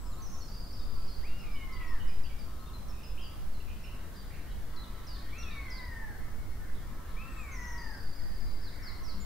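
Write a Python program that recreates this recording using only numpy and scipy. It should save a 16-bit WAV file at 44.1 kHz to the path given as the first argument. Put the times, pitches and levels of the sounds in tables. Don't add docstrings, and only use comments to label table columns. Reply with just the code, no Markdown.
import sys
import numpy as np
from scipy import signal
from scipy.fft import rfft, irfft
from scipy.io import wavfile
from scipy.ndimage import uniform_filter1d

SR = 44100
rng = np.random.default_rng(int(sys.argv[2]) if len(sys.argv) > 2 else 0)


def magnitude_from_level(level_db):
    exponent = np.asarray(level_db, float) / 20
    return 10 ** exponent


def put_to_file(sound):
    columns = np.atleast_2d(sound).T
    safe = np.clip(columns, -1, 1)
    whole_steps = np.round(safe * 32767)
    wavfile.write(sys.argv[1], SR, whole_steps.astype(np.int16))


N = 407925
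T = np.arange(N) / SR
HZ = np.fft.rfftfreq(N, 1 / SR)

# frequency in Hz, gain in dB.
RUMBLE_TONE = [(14, -42), (22, 1), (45, 0.5), (70, -4), (125, -14.5), (200, -17), (400, -25), (800, -29.5),
               (1300, -30.5), (1900, -38), (2600, -45), (4000, -46.5), (5500, -47), (8000, -86)]
# frequency in Hz, likeness from 0 to 1.
RUMBLE_LIKENESS = [(20, 0.94), (130, 0.84), (640, 0.52), (3000, 0.52)]
# time in seconds, level in dB.
AIR_STRENGTH = [(0.0, -36), (0.4, -31), (0.55, -44.5), (1.05, -22), (1.5, -32), (2.35, -26), (2.55, -41.5),
                (2.8, -39.5), (3.0, -40.5), (3.7, -27), (4.15, -47), (4.64, -35), (5.9, -48), (6.1, -31),
                (7.0, -34.5), (7.8, -43), (8.15, -30.5), (9.25, -33)]
# frequency in Hz, gain in dB per Hz.
AIR_TONE = [(.5, -1), (2, 14), (3.5, 8.5), (7, -1), (14, -7), (22, -14), (40, -77)]
# time in seconds, level in dB.
LOW_CHORUS = [(0, -104), (1.2, -71), (2.1, -65), (2.7, -75), (3.5, -69), (4.3, -64), (5.6, -59.5),
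              (6.65, -58.5), (6.9, -63), (7.7, -56.5), (8.4, -62.5), (8.9, -56), (9.25, -61.5)]
# time in seconds, level in dB.
HIGH_CHORUS = [(0, -74), (0.8, -73), (1.3, -66.5), (2.3, -68), (2.7, -72), (3.2, -70.5), (4.4, -68.5),
               (5.69, -61.5), (6.3, -85), (6.8, -74), (7.25, -67.5), (7.45, -69), (8.1, -80), (9.25, -70)]
# start in seconds, long trill length in seconds, level in dB,
# left minus right of the lead-in in dB.
FINCH_PHRASES = [
    (-0.034, .76, 1, 4),
    (7.265, 1.0, 0, 3),
]
# seconds after its start, length in seconds, start in Hz, end in Hz,
# level in dB.
FINCH_LEAD_IN = [
    (0, 0.18, 8070, 7270, -69),
    (.135, .06, 7400, 6800, -57.5),
    (0.294, 0.19, 6870, 6930, -76),
]
# seconds after the phrase start, beat period in seconds, high bead in Hz,
# low bead in Hz, level in dB.
HIGH_TRILL = (.25, .0785, 6150, 5500, -56.5)
LOW_TRILL = (.511, .0626, 4920, 4570, -55)
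# start in seconds, length in seconds, level in dB.
CROW_CAWS = [(0.022, 0.39, -61), (0.8, 0.27, -62), (1.697, 0.26, -56), (2.436, 0.37, -62),
             (2.838, 0.12, -62), (3.156, 0.25, -62.5), (3.863, 0.31, -64.5), (4.72, 0.23, -59),
             (4.958, 0.28, -60.5), (5.397, 0.2, -62), (5.919, 0.1624, -63), (6.192, 0.15, -63.5),
             (6.82, 0.6, -60.5), (7.583, 0.29, -61.5), (8.821, 0.36, -60)]
# frequency in Hz, width in Hz, gain in dB.
CROW_THROAT = [(1075, 210, -0.5), (1308, 152, -1)]
# start in seconds, length in seconds, top in Hz, landing in Hz,
# level in dB.
HELD_HOOKS = [(0.052, 0.042, 6500, 5150, -58.5), (0.405, 0.047, 5260, 4280, -56),
              (0.724, 0.038, 6000, 5240, -57), (1.07, 0.045, 6300, 5090, -61),
              (1.385, 0.064, 6220, 5100, -62), (1.721, 0.059, 6150, 4650, -58.5),
              (1.87, 0.059, 6550, 5200, -61.5), (2.072, 0.08, 5980, 4960, -59),
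              (2.232, 0.05, 5870, 4660, -56.5), (2.881, 0.043, 7000, 5330, -58.5),
              (3.031, 0.098, 5960, 5040, -59), (3.83, 0.04, 6170, 5320, -61),
              (4.157, 0.064, 5650, 4770, -55), (4.76, 0.074, 6150, 4020, -54.5),
              (5.38, 0.058, 7000, 5610, -50.5), (5.424, 0.025, 5260, 3300, -47.5),
              (9.198, 0.084, 7700, 7050, -57)]
# start in seconds, length in seconds, top in Hz,
# landing in Hz, level in dB.
DROOPING_HOOKS = [
    (0.79, 0.049, 4300, 3790, -62),
    (2.385, 0.075, 5880, 4780, -59),
    (3.212, 0.08, 6250, 4910, -56.5),
    (3.531, 0.096, 6330, 4220, -64),
]
# start in seconds, length in seconds, top in Hz, landing in Hz,
# level in dB.
SAGGING_HOOKS = [
    (5.067, 0.11, 6820, 5150, -52),
    (5.7, 0.091, 7040, 5170, -50),
]
# start in seconds, length in seconds, start in Hz, end in Hz,
# level in dB.
WARBLER_SLIDES = [(0.118, 0.028, 4300, 3600, -64), (0.17, 0.048, 3800, 4840, -65.5),
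                  (1.09, 0.046, 4200, 4370, -60), (1.512, 0.052, 5030, 5080, -64),
                  (2.128, 0.017, 4520, 3630, -90), (2.18, 0.027, 3430, 4530, -72),
                  (3.868, 0.012, 5300, 4650, -67), (4.51, 0.026, 3860, 3920, -64),
                  (4.832, 0.018, 4060, 3370, -57), (5.13, 0.042, 4450, 3350, -62),
                  (5.188, 0.017, 5170, 3780, -56), (5.508, 0.012, 3650, 3980, -53),
                  (5.518, 0.019, 3920, 3500, -54.5), (5.765, 0.038, 4500, 3700, -57.5),
                  (5.81, 0.052, 4480, 5100, -60.5), (6.092, 0.17, 4380, 4350, -75.5),
                  (8.473, 0.067, 3990, 4000, -69)]
# start in seconds, length in seconds, start in Hz, end in Hz, level in dB.
LEFT_BIRD_SLIDES = [
    (2.594, 0.058, 4050, 4310, -68),
    (2.66, 0.035, 3630, 3740, -65),
    (2.686, 0.02, 3750, 2810, -67),
    (2.734, 0.041, 4130, 4040, -60),
    (6.488, 0.073, 4380, 4100, -75),
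]
# time in seconds, pitch in Hz, effort in dB.
RAPTOR_MEWS = [
    [(1.22, 774, -68), (1.252, 1166, -51), (1.285, 1365, -61), (1.4, 1412, -66), (1.46, 1232, -54.5),
     (1.6, 1091, -53), (1.8, 1002, -54), (1.94, 921, -56.5), (2.01, 737, -61.5)],
    [(5.325, 1115, -49), (5.37, 1323, -54), (5.43, 1363, -56), (5.52, 1177, -49), (5.72, 999, -53.5),
     (5.79, 1026, -50.5), (5.9, 937, -55), (6.05, 866.5, -54), (6.18, 744, -61.5)],
    [(7.165, 1154, -50), (7.22, 1328, -51.5), (7.35, 1335, -66), (7.4, 1256, -47.5), (7.49, 1080, -51.5),
     (7.6, 979, -51.5), (7.82, 939, -52.5), (7.9, 866, -55.5), (7.99, 766, -58)],
]
# frequency in Hz, gain in dB.
RAPTOR_THROAT = [(750, -6.5), (1000, -8), (1200, -11.5), (1400, -1), (1900, 2.5), (2400, -5.5), (2800, 3),
                 (3500, -26)]
# start in seconds, length in seconds, start in Hz, end in Hz, level in dB.
RIGHT_THRUSH = [(1.555, 0.04, 2980, 2950, -56.5), (1.619, 0.045, 2910, 2920, -71),
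                (1.76, 0.029, 3040, 3220, -59), (1.795, 0.069, 2600, 2380, -57.5),
                (1.995, 0.05, 2950, 2990, -56), (2.24, 0.047, 2900, 3160, -57.5),
                (2.292, 0.052, 2300, 2290, -62), (1.43, 0.032, 2310, 2270, -57),
                (2.92, 0.12, 2580, 2525, -66.5), (3.03, 0.045, 2700, 2610, -59.5),
                (3.172, 0.08, 2740, 3180, -55.5), (3.6, 0.029, 2800, 2720, -59),
                (3.674, 0.064, 2480, 2480, -60.5), (3.698, 0.036, 2840, 2660, -59),
                (3.839, 0.045, 2650, 2524, -57), (3.845, 0.063, 2850, 2800, -60.5),
                (4.3, 0.067, 2040, 2680, -58.5), (6.748, 0.053, 3640, 3440, -65)]
# start in seconds, length in seconds, start in Hz, end in Hz,
# level in dB.
LEFT_THRUSH = [
    (2.04, 0.056, 1980, 1970, -63),
    (2.08, 0.053, 2410, 2410, -61),
    (4.47, 0.064, 3180, 3090, -64.5),
    (7.071, 0.066, 3870, 4180, -69),
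]
# frequency in Hz, gain in dB per Hz.
HISS_TONE = [(1500, -6.5), (5000, -3), (8000, -5), (15500, -3)]


def level(x, db):
    return x * magnitude_from_level(db) / np.sqrt(np.mean(x ** 2))


def over_hz(table):
    hz, value = np.transpose(table)
    return np.interp(np.log(HZ + 1e-3), np.log(hz), value)


def over_time(table):
    return magnitude_from_level(np.interp(T, *np.transpose(table)))


def colour(x, gain):
    return irfft(rfft(x) * gain, N)


def walk(rate, size):
    k = max(int(SR / rate), 1)
    steps = np.repeat(rng.standard_normal(size // k + 1), k)
    return 1.212 * uniform_filter1d(uniform_filter1d(steps, k), k)[:size]


def add(out, s, wave, pan_db):
    i = int(s * SR)
    wave, i = wave[max(-i, 0):N - i], max(i, 0)
    out[:, i:i + len(wave)] += wave * magnitude_from_level(np.array([[pan_db / 2], [-pan_db / 2]]))


def whistle(hz, db, rise, fall):
    t = np.arange(len(hz)) / SR
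    edge = np.clip(t / rise, 0, 1) * np.clip((t[-1] - t) / fall, 0, 1)
    tone = np.sin(2 * np.pi * np.cumsum(hz) / SR + rng.uniform(0, 6.43))
    return np.sqrt(2) * magnitude_from_level(db) * np.sin(np.pi / 2 * edge) * tone


def trunks(x, direct_db, wet_db, t60):
    t = np.arange(int(0.7 * SR)) / SR
    fade = np.exp(-np.log(1000) * t / t60) * (1 - np.exp(-t / 0.0093))
    tail = rng.standard_normal((2, len(t))) * fade
    tail = tail / np.sqrt(np.sum(tail[0] ** 2))
    wet = signal.fftconvolve(x.mean(axis=0, keepdims=True), tail, axes=1)[:, :N]
    swayed = T - 1.6e-4 * np.interp(T, T[::50], walk(1500, N // 50 + 1))
    wet = np.array([np.interp(swayed, T, port) for port in wet])
    return magnitude_from_level(direct_db) * x + magnitude_from_level(wet_db) * (0.5 * wet.mean(axis=0) + 0.8 * wet)


def rumble():
    mid, side = rng.standard_normal((2, N))
    alike = np.clip(over_hz(RUMBLE_LIKENESS), 0, 1)
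    tone = magnitude_from_level(over_hz(RUMBLE_TONE))
    mid = colour(mid, tone * np.sqrt(1 + alike))
    side = colour(side, tone * np.sqrt(1 - alike))
    return level(np.array([mid + side, 0.98 * (mid - side)]), -42)


def air():
    mid, side = colour(rng.standard_normal((2, N)), magnitude_from_level(over_hz(AIR_TONE)))
    swing = level(np.array([mid + 0.46 * side, mid - 0.25 * side]), 0)
    return swing * over_time(AIR_STRENGTH)


def chorus(strength, low_hz, high_hz, pan_db):
    out = np.zeros((2, N))
    for at, pitch, bend, size, side in rng.random((600, 5)):
        glide = np.linspace(1, 1 + 0.2 * (bend - 0.6), int(0.035 * SR))
        hz = (low_hz + (high_hz - low_hz) * pitch) * glide
        add(out, at * T[-1], whistle(hz, 5 * size, 0.0088, 0.0088), pan_db + 24 * (side - 0.5))
    return level(trunks(out, -5.5, 0, 1.0), 0) * over_time(strength)


def sweep(length, start_hz, end_hz, db):
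    size = int(length * SR)
    hz = np.linspace(start_hz, end_hz, size) + 30 * walk(89, size)
    return whistle(hz, db + 2.8 * walk(63, size), 0.058, 0.079)


def trill(length, period, high_hz, low_hz, db):
    out = np.zeros((2, int((length + 2 * period) * SR)))
    t = np.linspace(-1, 1, int(0.3 * period * SR))
    fade_db_per_s, blur_share = 7, 0.17
    for s in np.arange(0, length, period):
        for bead, bead_db in enumerate((0, -2.5, -1)):
            pitch, size = rng.standard_normal(2)
            bend = (1 - bead) * (0.3 - t ** 2) * 0.45 - 0.22 * t
            hz = high_hz + (low_hz - high_hz) * (bead / 2 - bend) + 30 * pitch
            hz = hz + blur_share * (high_hz - low_hz) * walk(303, len(t))
            note_db = db + bead_db - fade_db_per_s * s + 1.8 * size
            add(out, s + bead * 0.28 * period, whistle(hz, note_db, 0.008, 0.008), 0)
    return out[0]


def finch():
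    out = np.zeros((2, N))
    high_s, *high_beat = HIGH_TRILL
    low_s, *low_beat = LOW_TRILL
    high_length = 2.5 * high_beat[0]
    for start, long_s, db, pan_db in FINCH_PHRASES:
        for s, *note in FINCH_LEAD_IN:
            add(out, start + s, magnitude_from_level(db) * sweep(*note), pan_db)
        add(out, start + high_s, magnitude_from_level(db) * trill(high_length, *high_beat), -1.1)
        add(out, start + low_s, magnitude_from_level(db) * trill(long_s, *low_beat), -1.1)
    for k in range(3):
        climb_hz = 203 * k
        add(out, 8.607 + 0.211 * k, sweep(0.1, 5570 + climb_hz, 3400 + climb_hz, -52 + 3 * k), -2.7)
    return trunks(out, -0.3, 0.3, 0.65)


def crows():
    out = np.zeros((2, N))
    pulse_hz = 106.96
    for s, length, db in CROW_CAWS:
        size = int(length * SR)
        hz = pulse_hz * (1 + 0.02 * walk(7, size) + 0.01 * walk(40, size) + 0.01 * rng.standard_normal())
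        for k in range(7, 16):
            add(out, s, whistle(k * hz, db - 1.5 + 4 * walk(30.8, size), 0.016, 0.021), 2.5)
    throat = sum(magnitude_from_level(db) / (1 + ((HZ - hz) / (width / 2)) ** 4) for hz, width, db in CROW_THROAT)
    return trunks(colour(out, throat), -5.0, -6, 0.84)


def small_birds():
    out = np.zeros((2, N))
    warbler_pan_db, left_bird_pan_db = -2, 7
    for notes, sag_hz in ((HELD_HOOKS, 0), (DROOPING_HOOKS, 3000), (SAGGING_HOOKS, 9500)):
        for s, length, top_hz, land_hz, db in notes:
            t = np.arange(int(length * SR)) / SR
            drop = np.exp(-t / 0.0045)
            hz = land_hz - sag_hz * t + (top_hz - land_hz) * drop + 45 * walk(89, len(t))
            note_db = db - 9 * drop + 1.5 * walk(54, len(t)) - 7 * t / length
            add(out, s, whistle(hz, note_db, 0.004, 0.012), warbler_pan_db)
    for notes, pan_db in ((WARBLER_SLIDES, warbler_pan_db), (LEFT_BIRD_SLIDES, left_bird_pan_db)):
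        for s, length, start_hz, end_hz, db in notes:
            hz = np.linspace(start_hz, end_hz, int(length * SR))
            add(out, s, whistle(hz, db, 0.0015, 0.006), pan_db)
    return trunks(out, 0, -1.5, 0.55)


def raptor():
    out = np.zeros((2, N))
    for mew in RAPTOR_MEWS:
        s, pitch, effort = np.transpose(mew)
        t = np.arange(s[0], s[-1], 1 / SR)
        effort_db = np.interp(t, s, effort)
        hz = uniform_filter1d(np.interp(t, s, pitch), size=450)
        hz = hz * (1 + 0.007 * walk(25, len(t)) + 0.005 * walk(90, len(t)))
        for k, source_db in enumerate((0, 0, -24), start=1):
            throat_db = np.interp(k * hz, *np.transpose(RAPTOR_THROAT))
            flutter_db = 1.8 * walk(39.4, len(t))
            add(out, s[0], whistle(k * hz, effort_db + source_db + throat_db + flutter_db, 0.006, 0.01), 3)
    return trunks(out, -0.8, -1.8, 0.8)


def thrush():
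    out = np.zeros((2, N))
    for notes, pan_db in ((RIGHT_THRUSH, -9), (LEFT_THRUSH, 4)):
        for s, length, start_hz, end_hz, db in notes:
            size = int(length * SR)
            shake = np.sin(2 * np.pi * 70 * np.arange(size) / SR + rng.uniform(0, 2 * np.pi))
            shake_hz = min(80 + abs(end_hz - start_hz), 260)
            hz = np.linspace(start_hz, end_hz, size) + shake_hz * shake + 50 * walk(119, size)
            add(out, s, whistle(hz, db + 1.8 * walk(99, size), 0.0038, 0.025), pan_db)
    return trunks(out, -2.3, -0.67, 0.74)


def knock():
    out = np.zeros((2, N))
    add(out, 9.14, whistle(np.full(int(0.1 * SR), 195.0), -52, 0.0088, 0.056), 1.7)
    return out


def scene():
    far = crows() + chorus(LOW_CHORUS, 1472.6, 2300, 8.1) + chorus(HIGH_CHORUS, 2400, 4700, -1.2)
    near = finch() + small_birds() + raptor() + thrush()
    return rumble() + air() + far + near + knock()


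def top_cut(x):
    return signal.sosfilt(signal.butter(12, 16410, fs=SR, output="sos"), x)


def record(dry):
    hiss = level(colour(rng.standard_normal((2, N)), magnitude_from_level(over_hz(HISS_TONE))), -58.5)
    top_hz = 15730
    return top_cut(colour(dry + hiss, HZ < top_hz))


dry = scene()
out = record(dry)
put_to_file(out)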